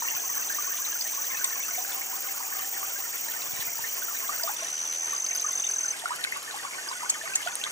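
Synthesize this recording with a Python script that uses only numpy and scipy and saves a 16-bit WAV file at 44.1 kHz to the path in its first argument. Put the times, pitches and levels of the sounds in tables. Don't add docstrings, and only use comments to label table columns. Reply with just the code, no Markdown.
import sys
import numpy as np
from scipy import signal
from scipy.fft import rfft, irfft, next_fast_len
from scipy.io import wavfile

SR = 44100
rng = np.random.default_rng(int(sys.argv[2]) if len(sys.argv) > 2 else 0)


def file_out(sig):
    cols = np.atleast_2d(sig).T
    lim = np.clip(cols, -1, 1)
    pcm = np.round(lim * 32767).astype(np.int16)
    wavfile.write(sys.argv[1], SR, pcm)


N = 340011
TIME = np.arange(N) / SR

# freq_hz, lead_rad
WATER_LEAD = [(60, 1.85), (150, 1.35), (300, 1.1), (700, 0.72), (1100, 1.55), (1500, 1.87), (2100, 2.3),
              (3000, 3.7), (4800, 1.77), (9000, 0.24)]
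# pitch_hz, relative_db
BUBBLE_BALANCE = [(500, -60), (750, -47.5), (1150, -40), (1800, -34.5), (2600, -34.5), (3800, -40)]
# time_s, relative_db
FLOW = [(0.0, -45), (1.7, -45.5), (2.21, -54), (2.77, -50), (3.03, -59), (4.04, -44), (4.27, -37),
        (4.72, -62), (5.3, -52), (5.71, -61), (6.27, -52), (6.66, -46), (7.09, -32), (7.71, -59)]
def trickle(per_s=140, gulps_per_s=160, gulp_s=.03, low_hz=680, high_hz=2700, ring_cycles=55,
            follows_flow=.22, gain_db=-2.5):
    out = np.zeros((2, N))
    pool, count = 4000, int(per_s * N / SR)
    gulps = rng.random((pool, 3))
    which, late, climb = rng.random((pool, 3))[:count].T
    loud, ring, aside, detune = np.clip(rng.standard_normal((pool, 4)), -2, 1.8)[:count].T
    when, size, force = gulps[(which * gulps_per_s * N / SR).astype(int)].T
    starts = when * N / SR - gulp_s * np.log(1 - late)
    pitches = low_hz * (high_hz / low_hz) ** size * 2 ** (.171 * detune)
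    flow_db, = along(FLOW, starts)
    peaks_db = at_hz(BUBBLE_BALANCE, pitches) + gain_db + 1.3 * (2 * force - 1) + 2 * loud
    peaks_db += follows_flow * (flow_db - flow_db.mean())
    t60s = ring_cycles / pitches * np.exp(.61 * ring)
    leads = at_hz(WATER_LEAD, pitches) + .92 * aside
    for start, *bubble in zip(starts, pitches, peaks_db, t60s, leads, .28 * climb):
        if start < TIME[-1] - .01:
            add_ring(out, start, *bubble, swell_cycles=2)
    return out


# start_s, relative_db, pitch_hz, ring_cycles, rise_share
PLOPS = [(0.021, -28, 955, 26, .1), (0.077, -28, 1990, 49, .3), (0.135, -35, 2100, 50, .1),
         (0.236, -40, 1070, 60, 0.35), (0.305, -39, 1900, 50, .3), (0.365, -38.5, 1217, 210, 0.84),
         (0.499, -26, 1613, 61, 0.087), (0.546, -33.5, 1850, 62, .4), (0.584, -28.5, 1184, 60, .1),
         (0.607, -40, 2080, 50, .1), (0.672, -34, 1125, 76, 0.36), (0.72, -45, 1510, 60, .1),
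         (0.913, -35, 2780, 50, .1), (0.955, -33.5, 1447, 45, 0.25), (1.172, -37, 1200, 170, 0.82),
         (1.325, -39, 2030, 60, .1), (1.345, -30.5, 1770, 69, .1), (1.44, -38, 1075, 85, 0.085),
         (1.6, -30.5, 2230, 80, .4), (1.683, -32, 1305, 70, .1), (1.777, -33.5, 735, 85, .1),
         (1.847, -33, 1600, 30, .1), (2.016, -28, 2230, 34, .1), (2.126, -35, 1075, 120, 1),
         (2.285, -33, 2100, 60, 0.36), (2.403, -34, 1004, 53, 0.27), (2.55, -33.5, 1270, 40, .1),
         (2.59, -34.5, 1190, 77, .7), (2.764, -34, 1730, 65, 0.33), (2.828, -31, 1168, 50, 0.3),
         (3.122, -45, 2620, 50, 0.27), (3.285, -32, 1900, 45, .3), (3.789, -32.5, 915, 19, 0.091),
         (3.839, -28.5, 1810, 74, 0.11), (4.02, -31.5, 1505, 50, .1), (4.083, -32, 1360, 53, .1),
         (4.292, -25, 1190, 52, 0.12), (4.436, -34, 671, 52, .1), (4.474, -27.5, 1303, 110, 1),
         (4.492, -28.5, 845, 58, .1), (4.622, -39.5, 670, 58, .3), (5.129, -32, 1157, 140, 0.087),
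         (5.444, -27.5, 1225, 62, 0.11), (5.485, -38, 1077, 70, .1), (5.845, -32, 1530, 53, 0.28),
         (6.037, -35, 716, 34, .1), (6.057, -19.5, 1364, 22, 0.25), (6.105, -26, 993, 113, 0.083),
         (6.117, -25, 1290, 65, 0.66), (6.247, -29, 1520, 30, .1), (6.272, -29, 2150, 60, .1),
         (6.322, -22, 2010, 36, 0.27), (6.36, -34, 1146, 77, .1), (6.541, -33, 840, 72, .1),
         (6.574, -37, 1620, 49, 0.09), (6.649, -29, 1130, 30, 0.23), (6.911, -30.5, 1040, 43, .1),
         (7.03, -29.5, 986, 77, .1), (7.235, -40, 653, 45, .2), (7.276, -28, 1890, 31, .3),
         (7.461, -32, 707, 52, 0.12), (7.472, -25.5, 1450, 70, 0.09), (7.524, -37, 1440, 52, .1),
         (7.646, -34, 1630, 77, .1), (7.665, -31.5, 1213, 42, .1)]
def plops(gain_db=2, spray_s=.04, spray_octaves=.55, spray_db=-10):
    out = np.zeros((2, N))
    for start, db, hz, cycles, rise in PLOPS:
        add_ring(out, start, hz, db + gain_db, cycles / hz, at_hz(WATER_LEAD, hz), rise, 1.3)
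        for late, higher, aside in rng.random((3, 3)):
            small_hz = hz * 2 ** (spray_octaves * higher)
            lead = at_hz(WATER_LEAD, small_hz) + .3 * (2 * aside - 1)
            add_ring(out, start + spray_s * late, small_hz, db + spray_db, cycles / small_hz, lead,
                     rise=.12, swell_cycles=1.3)
    return out


def gurgle(start_s=1.85, end_s=3.0, pitch_hz=788.3, peak_db=-45.5, count=16, spread_octaves=.049):
    out = np.zeros((2, N))
    for k, (late, size) in enumerate(rng.random((count, 2))):
        start = start_s + (end_s - start_s) * (k + late) / count
        hz = pitch_hz * 2 ** (spread_octaves * (2 * size - 1))
        add_ring(out, start, hz, peak_db, t60=.13, lead=at_hz(WATER_LEAD, hz), rise=.05, swell_cycles=5)
    return out


# start_s, peak_db, pitch_hz, t60_s
DROPS = [(0.084, -23, 2780, 0.014), (.848, -29.5, 3995, .02), (1.01, -20, 4850, 0.013),
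         (5.1637, -29, 4970, .012), (5.3491, -25, 4960, 0.011), (5.396, -28, 5000, .012),
         (5.637, -28, 3020, 0.032), (5.996, -32, 3485, 0.016), (6.51, -30, 3900, .01),
         (6.887, -24, 5040, 0.02), (7.335, -27.5, 2650, 0.027), (7.427, -28, 3040, .022),
         (7.613, -26.5, 2640, 0.013), (7.638, -22, 3430, 0.019)]
def drops():
    out = np.zeros((2, N))
    for start, peak_db, hz, t60 in DROPS:
        add_ring(out, start, hz, peak_db, t60, lead=2.37, rise=.7, swell_cycles=3)
    return out


def fine_bubbles(per_s=42, low_hz=3000, high_hz=5600, level_db=-39.5, spread_db=3, t60=.012):
    out = np.zeros((2, N))
    for when, size, force, aside in rng.random((int(per_s * N / SR), 4)):
        hz = low_hz * (high_hz / low_hz) ** size
        peak_db = level_db + spread_db * (2 * force - 1)
        add_ring(out, when * (TIME[-1] - t60), hz, peak_db, t60, 6.4 * aside, rise=.2, swell_cycles=2)
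    return out


# freq_hz, density_db
SPLASH_COLOUR = [(400, -23), (1000, -2), (1900, 21), (3000, -1), (4800, 10), (7000, -47), (14000, -20)]
# freq_hz, power_share
WATER_SHARED = [(100, 0.71), (300, 0.45), (800, 0.46), (1400, 0.085), (2200, 0.44), (3800, 1), (5000, 0.96),
                (9000, 0.48)]
def splashes(plop_offset_db=-14, grain_db=4):
    kicks = random_kicks(per_s=22, level_db=-48, spread_db=4)
    for start, db, *_ in PLOPS:
        kicks[int(start * SR)] += from_db(db + plop_offset_db)
    fizz = from_db(grain_db * drift(300)) * stereo_noise(SPLASH_COLOUR, WATER_SHARED, WATER_LEAD)
    return decay(kicks, t60=.022) * rms_one(fizz)


# freq_hz, density_db
SPATTER_COLOUR = [(1500, -10), (3200, -16), (5000, 10), (9000, 8.5), (12000, 9.5), (15500, -6)]
# freq_hz, lead_rad
IN_STEP = [(1000, 0)]
def spatter():
    kicks = random_kicks(per_s=60, level_db=-47.5, spread_db=6)
    return decay(kicks, t60=.027) * stereo_noise(SPATTER_COLOUR, [(1000, .84)], IN_STEP)


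# freq_hz, density_db
WASH_COLOUR = [(20, -15), (60, -13), (150, -9), (300, -3.5), (500, 0), (1000, 0.5), (2000, 1.5),
               (3000, 2.5), (3800, -6), (4600, -1.5), (6000, -4.5), (9500, -6), (12000, -9.5), (15500, -67)]
def wash(level_db=-41, flutter_db=1.2):
    hiss = stereo_noise(WASH_COLOUR, WATER_SHARED, WATER_LEAD)
    return hiss * from_db(level_db + flutter_db * drift(14))


# start_s, relative_db, pitch_hz, t60_s, lead_rad
SNAPS = [(.149, -20, 2840, .012, 3.1), (1.4415, -10, 7235, 0.019, 2.64), (3.416, -24.5, 4280, 0.014, 1.1),
         (3.603, -25, 3860, 0.029, 2.1), (4.433, -16.5, 5050, 0.015, 2.35), (5.261, -23, 4900, 0.015, 0.91),
         (5.348, -26, 10900, 0.014, 1), (5.358, -27, 12500, 0.029, 1), (5.368, -26, 9200, .02, 1.1),
         (4.8707, -30, 11500, .008, 1), (5.2169, -32, 11000, .012, 1.1), (5.9702, -35, 11000, .012, 1),
         (5.992, -32, 10500, .015, 1.1), (7.4568, -36, 10500, .02, 1), (5.41, -28, 12500, .014, 1),
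         (5.7073, -24, 10000, 0.021, 1.4), (6.0825, -32, 10850, 0.013, .5),
         (6.2391, -15, 3840, 0.011, 2.66), (6.239, -17, 8800, 0.0074, 2.8),
         (6.2472, -16, 1800, 0.0052, 2.4), (6.3164, -30, 11300, 0.015, .5),
         (6.371, -21, 10900, 0.0078, 3.3), (6.6995, -31, 10100, 0.006, .6), (6.9679, -29, 9200, .006, 1),
         (7.0928, -21.5, 5000, 0.011, 2), (7.0947, -9.5, 7050, 0.034, 2.68), (7.3007, -27, 9700, .007, 2.1),
         (7.3513, -7.5, 7100, 0.03, 2.75), (7.353, -16, 8500, .006, 2.3), (7.4728, -20, 2780, 0.0071, 2.2),
         (7.554, -15, 8600, 0.0037, 1.2), (7.6385, -17, 3740, 0.0046, .5)]
def snaps(width_hz=1500, crack_db=-13, grain_db=4, swell_share=.13, gain_db=.5):
    out, t = np.zeros((2, N)), TIME[:SR // 12]
    for start, db, hz, t60, lead in SNAPS:
        push, size = rng.standard_normal((2, len(t)))
        attack = (1 - np.exp(-t / (swell_share * t60))) ** 2
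        fibres = push * attack * from_db(grain_db * np.clip(size, -2, 2) - 60 * t / t60)
        crack = from_db(crack_db) * resonate(fibres, 5000, 7400)
        twig = signal.hilbert(resonate_twice(fibres, hz, width_hz) + crack)
        stereo = np.real(twig * np.exp(.5j * lead * np.array([[1], [-1]]))) / np.abs(twig).max()
        first = int(start * SR)
        out[:, first:first + len(t)] += from_db(db + gain_db) * stereo[:, :N - first]
    return out


# centre_s, half_length_s, relative_db
RUSTLES = [(0.763, 0.038, -46), (1.13, 0.068, -50), (1.377, 0.047, -53), (3.327, 0.02, -53),
           (3.438, 0.011, -48), (3.627, 0.03, -45), (4.452, 0.033, -57), (4.685, 0.14, -53),
           (4.859, 0.011, -48), (4.935, 0.021, -40), (5.118, 0.047, -50), (5.993, 0.038, -54),
           (6.241, 0.0059, -43), (6.527, 0.0099, -52), (7.237, 0.013, -43), (7.46, 0.031, -42)]
# freq_hz, density_db
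LEAF_COLOUR = [(300, -24), (1500, 16.5), (3000, 25.5), (4200, 21), (6000, 7), (8000, 7), (11500, 17),
               (14500, 9), (15500, -21)]
def rustle(grain_db=5, idle_db=-56, gain_db=-1):
    brushes = sum(from_db(db + gain_db) * np.exp(-((TIME - s) / half) ** 2) for s, half, db in RUSTLES)
    clumps = from_db(grain_db * np.clip(drift(120), -2.5, 2.5))
    leaves = rms_one(clumps * stereo_noise(LEAF_COLOUR, [(1000, .99)], IN_STEP))
    return (from_db(idle_db) + brushes) * leaves


# start_s, relative_db
BUMPS = [(.148, -45), (3.483, -46), (3.533, -39), (3.591, -40), (3.678, -43), (3.794, -44), (3.834, -48)]
def bumps(pitch_hz=140, gain_db=7):
    out = np.zeros((2, N))
    for start, db in BUMPS:
        add_ring(out, start, pitch_hz, db + gain_db, t60=.023, lead=2.68, rise=0, swell_cycles=.18)
    return out


WING_STROKE = [(0, 0.023, -3.5), (.24, 0.13, 1.5), (.32, 0.83, -0.7), (.47, 0.73, 1.0), (.66, 0.73, -0.5),
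               (.78, 0.21, -5.5), (1, 0.038, -4)]
def trill(strokes, hz, waver=.00354, uneven_db=1):
    envelope, bend = along(WING_STROKE, strokes % 1)
    tone = sine(hz * (1 + bend / 100 + waver * drift(200)))
    return rms_one(envelope * tone) * from_db(uneven_db * drift(31))


# time_s, strokes_per_s
NEAR_PACE = [(4.56, 50), (4.68, 50), (4.7, 73), (4.78, 83), (5.05, 82), (5.16, 70), (5.19, 46), (5.6, 44.3),
             (5.925, 40)]
# time_s, pitch_hz, level_db
NEAR_EFFORT = [(4.56, 5960, -37.5), (4.71, 6050, -36), (4.75, 6090, -33.5), (5.15, 6196, -31.5),
               (5.28, 6230, -30.3), (5.75, 6205, -30), (5.92, 6190, -29)]
def near_cricket():
    start, end = NEAR_PACE[0][0], NEAR_PACE[-1][0]
    strokes = np.cumsum(along(NEAR_PACE, TIME)[0]) / SR
    hz, level_db = along(NEAR_EFFORT, TIME)
    song = trill(strokes - np.interp(start, TIME, strokes), hz)
    return from_db(level_db) * song * gate(start, end, fade_s=.004)


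# start_s, end_s, pitch_hz, strokes_per_s, level_db, warm_up_s
SONGS = [(-.3, 1.84, 6060, 40.4, -37.5, .1), (0.042, 1.25, 6250, 52, -39.5, 0.037),
         (2.749, 3.8, 5830, 43, -48, .1), (3.6, 5, 5950, 51, -43.5, .1), (6.801, 8.2, 6260, 38, -47, 0.05),
         (7.518, 7.8, 6320, 42, -42.5, .02)]
def cricket(start, end, pitch_hz, strokes_per_s, level_db, warm_up_s, tiring_s=.28):
    cold = np.exp(-np.maximum(TIME - start, 0) / warm_up_s)
    tired = np.exp(-np.maximum(end - TIME, 0) / tiring_s)
    strokes = np.cumsum(strokes_per_s * (1 - .14 * tired)) / SR
    song = trill(strokes - np.interp(end, TIME, strokes), pitch_hz * (1 - .03 * cold - .007 * tired))
    return song * gate(start, end, fade_s=.008) * from_db(level_db - 2 * cold)


# centre_share, half_length_share, relative_db
SCRAPES = [(.14, .075, -3), (.4, .085, 0), (.66, .1, -.5)]
# pitch_hz, width_hz, relative_db
WING_MODES = [(12500, 90, -19), (13680, 130, -12), (14000, 70, -12), (14240, 70, -11), (14480, 70, -14),
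              (14880, 100, 0), (15260, 70, 2), (15410, 80, -3)]
def katydid(brisk_per_s=20.45, settled_per_s=19.17, settles_s=.89, end_s=4.55, teeth_per_s=2200,
            between_db=-11, rasp_db=-32, level_db=-36):
    cycle = np.cumsum(np.where(TIME < settles_s, brisk_per_s, settled_per_s)) / SR % 1
    scrapes = sum(from_db(db) * np.exp(-((cycle - at) / half) ** 4) for at, half, db in SCRAPES)
    teeth_passed = np.floor(np.cumsum(teeth_per_s * np.exp(.17 * drift(480))) / SR)
    uneven = from_db(2 * rng.standard_normal(N) + 1.2 * drift(23))
    clicks = np.diff(teeth_passed, prepend=0) * (from_db(between_db) + scrapes) * uneven
    wing = sum((-1) ** k * from_db(db) * resonate(clicks, hz, width)
               for k, (hz, width, db) in enumerate(WING_MODES))
    rasp = from_db(rasp_db) * resonate_twice(clicks, 12000, 5000)
    return rms_one(wing + rasp) * from_db(level_db) * gate(0, end_s, fade_s=.012)


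# start_s, repeat_s, length_s, pitch_hz, relative_db
SMALL_CRICKETS = [(-.15, 1.37, .85, 8280, -51), (.55, 1.46, .7, 8590, -54), (.8, 1.64, .55, 8460, -51)]
def small_crickets(strokes_per_s=57, waver=.00303, wander=.0015, fade_s=.16, gain_db=-2):
    out = np.zeros(N)
    for start, repeat_s, length_s, hz, db in SMALL_CRICKETS:
        age = (TIME - start) % repeat_s
        phrase = np.clip(np.minimum(age, length_s - age) / fade_s, 0, 1)
        strokes = .5 + .5 * np.sin(2 * np.pi * strokes_per_s * age)
        tone = sine(hz * (1 + waver * drift(112) + wander * drift(2.02)))
        out += from_db(db + gain_db) * rms_one(strokes * tone) * phrase
    return out


# freq_hz, density_db
CHORUS_COLOUR = [(3800, -20), (4900, -8.5), (5300, -0.5), (5850, 9), (6350, 6.5), (6900, 8), (7700, 4.5),
                 (8100, -1), (8600, 5), (9200, -43), (11000, -9.5)]
# time_s, relative_db
CHORUS_LEVEL = [(0.0, -41), (4.53, -41.5), (4.565, -46), (5.71, -44), (6.03, -48.5), (6.59, -47.5),
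                (7.11, -46.5), (7.71, -48)]
def insect_chorus(gain_db=4):
    db, = along(CHORUS_LEVEL, TIME)
    return from_db(db + gain_db) * stereo_noise(CHORUS_COLOUR, [(5800, 1), (7200, .96)], IN_STEP)


# pitch_hz, width_hz, level_db
FAR_NOTES = [(4966, 84, -62), (6850, 110, -52)]
def far_crickets():
    return sum(from_db(db) * rms_one(resonate_twice(rng.standard_normal(N), hz, width))
               for hz, width, db in FAR_NOTES)


# start_s, end_s, pitch_hz, level_db
BIRD_NOTES = [(3.54, 3.64, 3850, -51), (5.52, 5.55, 3560, -48), (5.565, 5.62, 3580, -51),
              (5.633, 5.68, 3580, -45)]
def far_bird(waver=.0235, rough_db=4):
    out = np.zeros(N)
    for start, end, hz, level_db in BIRD_NOTES:
        tone = sine(hz * (1 + waver * drift(164)))
        out += from_db(level_db + rough_db * drift(82)) * tone * gate(start, end, fade_s=.012)
    return out


def scatter(x, t60, delay_s):
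    t = TIME[:SR // 2]
    echoes = rng.standard_normal((2, len(t))) * from_db(-60 * t / t60) * (t > delay_s)
    echoes /= np.sqrt(np.sum(echoes ** 2, axis=1, keepdims=True))
    return signal.fftconvolve(np.atleast_2d(x), echoes, axes=1)[:, :N]


def add_ring(out, start, hz, peak_db, t60, lead, rise, swell_cycles):
    first = int(np.clip(start * SR, 0, N - 2))
    t60 = max(t60, .002)
    t = TIME[:min(int(t60 * SR), N - first)]
    envelope = (1 - np.exp(-t * hz / swell_cycles)) ** 2 * from_db(-60 * t / t60)
    phase = 2 * np.pi * np.cumsum(hz * (1 + rise * (t / t60 - .15))) / SR
    stereo = np.sin(phase + lead * np.array([[.5], [-.5]]))
    out[:, first:first + len(t)] += from_db(peak_db) * envelope / envelope.max() * stereo


def stereo_noise(colour, shared, lead):
    size = next_fast_len(N)
    hz = np.arange(size // 2 + 1) * SR / size
    white = rfft(rng.standard_normal((3, size)))
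    share = np.clip(at_hz(shared, hz), 0, 1)
    common = white[2] * np.exp(.5j * at_hz(lead, hz) * [[1], [-1]])
    blend = np.sqrt(share) * common + np.sqrt(1 - share) * white[:2]
    return rms_one(irfft(blend * from_db(at_hz(colour, hz)), size)[:, :N])


def random_kicks(per_s, level_db, spread_db):
    hits = rng.random(N) < per_s / SR
    return hits * from_db(level_db + spread_db * np.clip(rng.standard_normal(N), -2, 2))


def decay(kicks, t60):
    return signal.lfilter([1], [1, -from_db(-60 / (t60 * SR))], kicks + 1e-18)


def resonate(x, hz, width_hz):
    r = np.exp(-np.pi * width_hz / SR)
    poles = [1, -2 * r * np.cos(2 * np.pi * hz / SR), r * r]
    return signal.lfilter(np.array([1, 0, -1]) * (1 - r * r) / 2, poles, x)


def resonate_twice(x, hz, width_hz):
    return resonate(resonate(x, hz, width_hz), hz, width_hz)


def drift(rate_hz, step=40):
    r = np.exp(-2 * np.pi * rate_hz * step / SR)
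    slow = signal.lfilter([1], [1, -2 * r, r * r], rng.standard_normal(N // step + 2002))[2000:]
    return np.interp(np.arange(N) / step, np.arange(len(slow)), rms_one(slow))


def sine(hz):
    return np.sin(2 * np.pi * np.cumsum(hz) / SR)


def gate(start, end, fade_s):
    return np.clip(np.minimum(TIME - start, end - TIME) / fade_s + .5, 0, 1)


def along(rows, where):
    first, *columns = np.transpose(rows)
    return [np.interp(where, first, column) for column in columns]


def at_hz(points, hz):
    freqs, values = np.transpose(points)
    return np.interp(np.log(np.maximum(hz, 1)), np.log(freqs), values)


def from_db(db):
    return 10 ** (np.asarray(db) / 20)


def rms_one(x):
    return x / np.sqrt(np.mean(x ** 2) + 1e-20)


def scene():
    bubbles = plops() + trickle() + gurgle() + drops() + fine_bubbles()
    bubbles = bubbles + from_db(-5) * scatter(bubbles, t60=.07, delay_s=.002)
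    twigs = snaps()
    twigs = twigs + from_db(-14) * scatter(twigs, t60=.05, delay_s=.002)
    backdrop = wash() + insect_chorus()
    crickets = near_cricket() + sum(cricket(*song) for song in SONGS)
    crickets = crickets + from_db(-26) * scatter(crickets, t60=.08, delay_s=.002)
    answers = small_crickets()
    answers = answers + from_db(1) * scatter(answers, t60=.5, delay_s=.0022)
    water = bubbles + splashes() + spatter()
    handling = twigs + rustle() + bumps()
    wildlife = crickets + answers + far_crickets() + katydid() + far_bird()
    return water + handling + wildlife + backdrop


def record(dry, cutoff_hz=15600):
    return signal.sosfilt(signal.ellip(12, .1, 90, cutoff_hz, fs=SR, output="sos"), dry)


dry = scene()
out = record(dry)
file_out(out)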